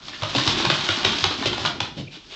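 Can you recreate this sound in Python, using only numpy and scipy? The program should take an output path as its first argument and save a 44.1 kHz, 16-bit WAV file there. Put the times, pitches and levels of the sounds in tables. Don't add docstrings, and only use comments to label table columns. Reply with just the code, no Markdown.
import sys
import numpy as np
from scipy import signal
from scipy.fft import rfft, irfft
from scipy.io import wavfile
from scipy.ndimage import uniform_filter1d

SR = 44100
rng = np.random.default_rng(int(sys.argv[2]) if len(sys.argv) > 2 else 0)


def waveform_to_disk(signal):
    frames = np.transpose(np.atleast_2d(signal))
    scaled = np.clip(frames, -1, 1) * 32767
    samples = np.round(scaled).astype(np.int16)
    wavfile.write(sys.argv[1], SR, samples)


def volts_from_decibels(level):
    exponent = np.asarray(level, float) / 20
    return 10 ** exponent


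N = 103635

# start in seconds, peak level in dB.
KNOCKS = [(.082, -22), (.131, -27), (.221, -18), (.233, -15), (.349, -9), (.382, -10), (.475, -5),
          (.598, -18), (.65, -7), (.7, -3), (.865, -15), (.888, -6), (1.03, -16), (1.048, -3), (1.24, -2),
          (1.309, -17), (1.424, -20), (1.457, -8), (1.529, -15), (1.579, -22), (1.65, -13), (1.659, -7),
          (1.803, -8)]
# wall ring level in dB, wall pitch in Hz, clatter tail level in dB.
KNOCK_AFTERMATH = [(-40.5, 1100, -11), (-40.5, 1700, -8.5), (-31.5, 870, -27), (-28, 734, -35.5),
                   (-28, 590, -7.5), (-24, 1000, -21.5), (-27, 880, -13), (-27.5, 750, -12.5),
                   (-23.5, 1040, -22), (-23, 1230, -13.5), (-35, 1700, -21.5), (-24.5, 1540, -16),
                   (-37.5, 920, -11), (-30.5, 1500, -15.5), (-24, 850, -30.5), (-30, 860, -14),
                   (-29.5, 970, -5.5), (-34, 590, -14), (-28.5, 1050, -10), (-31, 900, -11.5),
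                   (-23, 1040, -23.5), (-44.5, 460, -16.5), (-27.5, 900, -16.5)]
# frequency in Hz, level in dB per Hz.
RIB_COLOUR = [(260, -27), (450, -14), (620, -1.5), (1190, -7.5), (2070, -3), (3110, 4), (3650, 5.5),
              (6670, -12), (8530, -23.5), (11100, -17.5), (18800, -120)]
# start in seconds, peak level in dB, pitch in Hz.
AIR_RINGS = [(0.099, -43, 307), (0.223, -37, 465), (0.354, -19, 273), (0.418, -28, 313), (0.465, -24, 311),
             (0.493, -24.5, 296), (0.598, -21, 325), (0.641, -26, 350), (0.7, -21.5, 331),
             (0.89, -21.5, 336), (0.974, -27, 257), (1.048, -19, 376.5), (1.118, -33, 390),
             (1.241, -22, 373), (1.305, -29, 295), (1.387, -28, 255), (1.41, -23.5, 267),
             (1.456, -21.5, 367), (1.526, -30.5, 368), (1.637, -31.5, 241), (1.69, -30.5, 299),
             (1.805, -32, 323), (2.08, -45, 372), (2.169, -38, 310), (2.321, -43, 385)]
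# start in seconds, peak level in dB, pitch in Hz.
FLOOR_THUDS = [(0.223, -22.5, 105.7), (0.367, -19, 127), (0.476, -19, 102.4), (0.666, -20.5, 126),
               (0.713, -21, 145), (0.893, -25, 98.4), (1.052, -21, 105), (1.087, -29, 143),
               (1.226, -25, 102), (1.258, -22, 99.6), (1.466, -22.5, 118), (1.608, -27.5, 106),
               (1.658, -26, 156.6), (1.729, -33, 138), (1.814, -25, 107), (2.059, -36.5, 108),
               (2.128, -42.5, 172)]
# time in seconds, scrape level in dB, rumble level in dB.
DRAG_LEVELS = [(0.0, -39, -48), (0.13, -36.5, -45), (0.27, -28, -39), (0.48, -21.5, -35), (0.57, -23, -30),
               (0.92, -25, -37.5), (1.15, -22, -32), (1.27, -24.5, -37), (1.52, -31, -34), (1.67, -22, -40),
               (1.75, -50, -35), (1.91, -69, -42.5), (2.12, -55, -61), (2.29, -44.5, -52.5)]
# frequency in Hz, level in dB per Hz.
HOLLOW_COLOUR = [(15, -56.5), (25, -10), (59, 0.5), (87, 3), (124, 4), (214, 4), (369, 7), (447, -6),
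                 (520, -11), (680, -40), (1140, -120)]
# start in seconds, length in seconds, level in dB.
PAW_SHUFFLES = [
    (1.95, .03, -48),
    (1.97, 0.045, -36.5),
    (2.107, .07, -40.5),
    (2.292, .07, -38.5),
]
# start in seconds, length in seconds, level in dB, pitch in Hz, width in Hz.
BODY_BUMP = (1.968, .085, -31, 165, 110)
# start in seconds, level in dB, pitch in Hz.
CLAW_TICK = (2.071, -37, 2500)
# frequency in Hz, level in dB per Hz.
AIR_COLOUR = [(15, -27.5), (25, 27.5), (294, 2.5), (642, -9), (743, -1), (1070, 3.5), (2120, -29.5),
              (5370, 6), (8530, -8.5), (11100, -42.5), (18800, -120)]

FLURRY_S, FLURRY_DB, FLURRY_SPREAD_DB = 0.0055, -1.5, 2.5
WALL_WIDTH_HZ, WALL_DB, CLATTER_T60_S = 800, 3.5, 0.18
RING_RISE_S, RING_T60_S = 0.0037, 0.065
THUD_RISE_S, THUD_T60_S = 0.012, 0.11
SCRAPES_PER_S, SCRAPE_SPREAD_DB, SCRAPE_DB, RUMBLE_DB = 2500, 6.5, -7.5, -3
ROOM_T60_S, ROOM_TREBLE_T60_S, ROOM_GAP_S, ROOM_DULL_HZ = 0.45, 0.17, 0.0074, 4840
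ROOM_DB, LOW_ROOM_DB, ROOM_PLACES = -4, -11, 36
AIR_DB = -59.5
TOP_HZ, OVERLOAD = 9180, 0.705


def unit(x):
    return x / np.sqrt(np.mean(x ** 2))


def minimum_phase(colour):
    hz, db = np.array(colour).T
    size = 2 ** 13
    f = np.arange(size // 2 + 1) * SR / size + 1
    level_db = np.interp(np.log(f), np.log(hz), db, left=db[0] - 23, right=db[-1] - 5.5)
    cepstrum = irfft(level_db * np.log(10) / 20)
    cepstrum[1:size // 2] *= 2
    cepstrum[size // 2 + 1:] = 0
    h = irfft(np.exp(rfft(cepstrum)))[:size // 2]
    return h / np.sqrt(np.sum(h ** 2))


def coloured(x, colour):
    return signal.fftconvolve(x, minimum_phase(colour))[:N]


def resonate(x, hz, width_hz):
    mode = signal.iirpeak(hz, hz / width_hz, SR)
    return signal.lfilter(*mode, signal.lfilter(*mode, x))


def wander(rate_hz):
    k = int(SR / rate_hz)
    return unit(uniform_filter1d(uniform_filter1d(rng.standard_normal(N), k), k))


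def clicks(per_s, spread_db):
    present = rng.random(N) < per_s / SR
    size = volts_from_decibels(spread_db * np.minimum(rng.exponential(size=N), 3))
    return unit(present * size * np.sign(rng.standard_normal(N)))


def since(at):
    return np.maximum(np.arange(N) / SR - at, 0)


def swell(at, length, rise):
    u = np.minimum(since(at) / length, 1)
    return 2 * u ** rise * np.sqrt(1 - u)


def knocks():
    out, ribs = np.zeros(N), minimum_phase(RIB_COLOUR)
    impacts = signal.lfilter(*signal.butter(1, 6000, fs=SR), clicks(6000, FLURRY_SPREAD_DB))
    wall_blows = clicks(9000, 1)
    bounces = clicks(1500, 1.23) * volts_from_decibels(2.47 * wander(86))
    s = np.arange(SR // 4) / SR
    flurry = np.exp(-(s / FLURRY_S) ** 4)
    for (at, db), (wall_db, hz, tail_db) in zip(KNOCKS, KNOCK_AFTERMATH):
        start = int((at - 0.0002) * SR)
        span = slice(start, start + len(s))
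        tail = volts_from_decibels(tail_db - 60 * s / CLATTER_T60_S) * np.minimum(s / 0.015, 1)
        hit = signal.fftconvolve(flurry * impacts[span], ribs)[:len(s)]
        clatter = signal.fftconvolve(tail * bounces[span], ribs)[:len(s)]
        wall = unit(resonate(wall_blows[span], hz, WALL_WIDTH_HZ))
        wall *= np.exp(-(s / 0.01) ** 2) + 0.5 * tail
        out[span] += volts_from_decibels(db) * (volts_from_decibels(FLURRY_DB) * hit / np.abs(hit).max() + clatter)
        out[span] += volts_from_decibels(wall_db + WALL_DB) * wall
    return out


def low_modes(table, rise_s, t60_s, rough):
    out = np.zeros(N)
    for at, db, hz in table:
        s = since(at)
        ratio, turn = 1.2 + 0.47 * rng.random(), rng.random()
        tone = np.sin(2 * np.pi * hz * s)
        tone += rough * np.sin(2 * np.pi * (hz * ratio * s + turn))
        out += volts_from_decibels(db - 60 * s / t60_s + 6.5) * (1 - np.exp(-s / rise_s)) * tone
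    return out


def air_rings():
    return low_modes(AIR_RINGS, RING_RISE_S, RING_T60_S, rough=0.33)


def floor_thuds():
    return low_modes(FLOOR_THUDS, THUD_RISE_S, THUD_T60_S, rough=0.43)


def drag():
    at, scrape_db, rumble_db = np.array(DRAG_LEVELS).T
    t = np.arange(N) / SR
    ribs = unit(coloured(clicks(SCRAPES_PER_S, SCRAPE_SPREAD_DB), RIB_COLOUR))
    claws = unit(resonate(clicks(1200, 4.6), 4800, 2000)) * volts_from_decibels(-10 + 4.7 * wander(26))
    body = unit(resonate(clicks(1200, 3.4), 1200, 1100)) * volts_from_decibels(-7.5 + 2.2 * wander(14))
    rumble = unit(coloured(clicks(800, 2), HOLLOW_COLOUR)) * volts_from_decibels(2.5 * wander(14))
    scrape = ribs * volts_from_decibels(2 * wander(37)) + claws + body
    scrape *= volts_from_decibels(np.interp(t, at, scrape_db) + SCRAPE_DB)
    return scrape, rumble * volts_from_decibels(np.interp(t, at, rumble_db) + RUMBLE_DB)


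def paw_brushes():
    envelope = sum(volts_from_decibels(db) * swell(at, length, 0.61) for at, length, db in PAW_SHUFFLES)
    return envelope * unit(coloured(clicks(3000, 2), RIB_COLOUR))


def even_out(x):
    return x / np.sqrt(uniform_filter1d(x ** 2, size=SR // 40))


def body_bump():
    at, length, db, hz, width_hz = BODY_BUMP
    grains = clicks(1800, 0.59)
    middle = signal.butter(4, (280, 600), "band", fs=SR, output="sos")
    low = even_out(resonate(grains, hz, width_hz))
    high = even_out(signal.sosfilt(middle, grains))
    bump = swell(at, length, 0.35) * low + volts_from_decibels(-9) * swell(at, 0.7 * length, 0.15) * high
    return volts_from_decibels(db - 2) * bump


def claw_tick():
    at, db, hz = CLAW_TICK
    s = since(at)
    envelope = np.sin(np.pi * np.minimum(s / 0.018, 1))
    return volts_from_decibels(db) * envelope * np.sin(2 * np.pi * hz * s + wander(300))


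def room_response():
    s = np.arange(SR // 2) / SR
    dull = signal.lfilter(*signal.butter(1, ROOM_DULL_HZ, fs=SR), rng.standard_normal(len(s)))
    bright = rng.standard_normal(len(s)) * volts_from_decibels(-60 * s / ROOM_TREBLE_T60_S)
    onset = np.clip((s - ROOM_GAP_S) / 0.002, 0, 1)
    h = (dull + bright) * volts_from_decibels(-60 * s / ROOM_T60_S) * onset
    return h / np.sqrt(np.sum(h ** 2))


def room_echo(x):
    hop = N // ROOM_PLACES + 1
    x, out = np.pad(x, (hop, 2 * hop)), np.zeros(N + 3 * hop + SR // 2)
    for i in range(0, N + hop, hop):
        y = signal.fftconvolve(x[i:i + 2 * hop] * np.hanning(2 * hop), room_response())
        out[i:i + len(y)] += y
    return out[hop:hop + N]


def room_air():
    return volts_from_decibels(AIR_DB) * unit(coloured(rng.standard_normal(N), AIR_COLOUR))


def scene():
    scrape, rumble = drag()
    bump = body_bump()
    brush = paw_brushes()
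    high = knocks() + scrape + brush
    low = rumble + bump + claw_tick() + floor_thuds() + air_rings()
    wet = room_echo(volts_from_decibels(ROOM_DB) * high + volts_from_decibels(LOW_ROOM_DB) * low)
    return (high + low + wet + room_air())[None]


def roll_off(x):
    return signal.sosfilt(signal.butter(12, 8680, fs=SR, output="sos"), x)


def record(dry):
    steep = signal.cheby2(10, 60, TOP_HZ * 1.0555, fs=SR, output="sos")
    mix = np.clip(signal.sosfilt(steep, dry), -OVERLOAD, OVERLOAD)
    return roll_off(mix)


dry = scene()
out = record(dry)
waveform_to_disk(out)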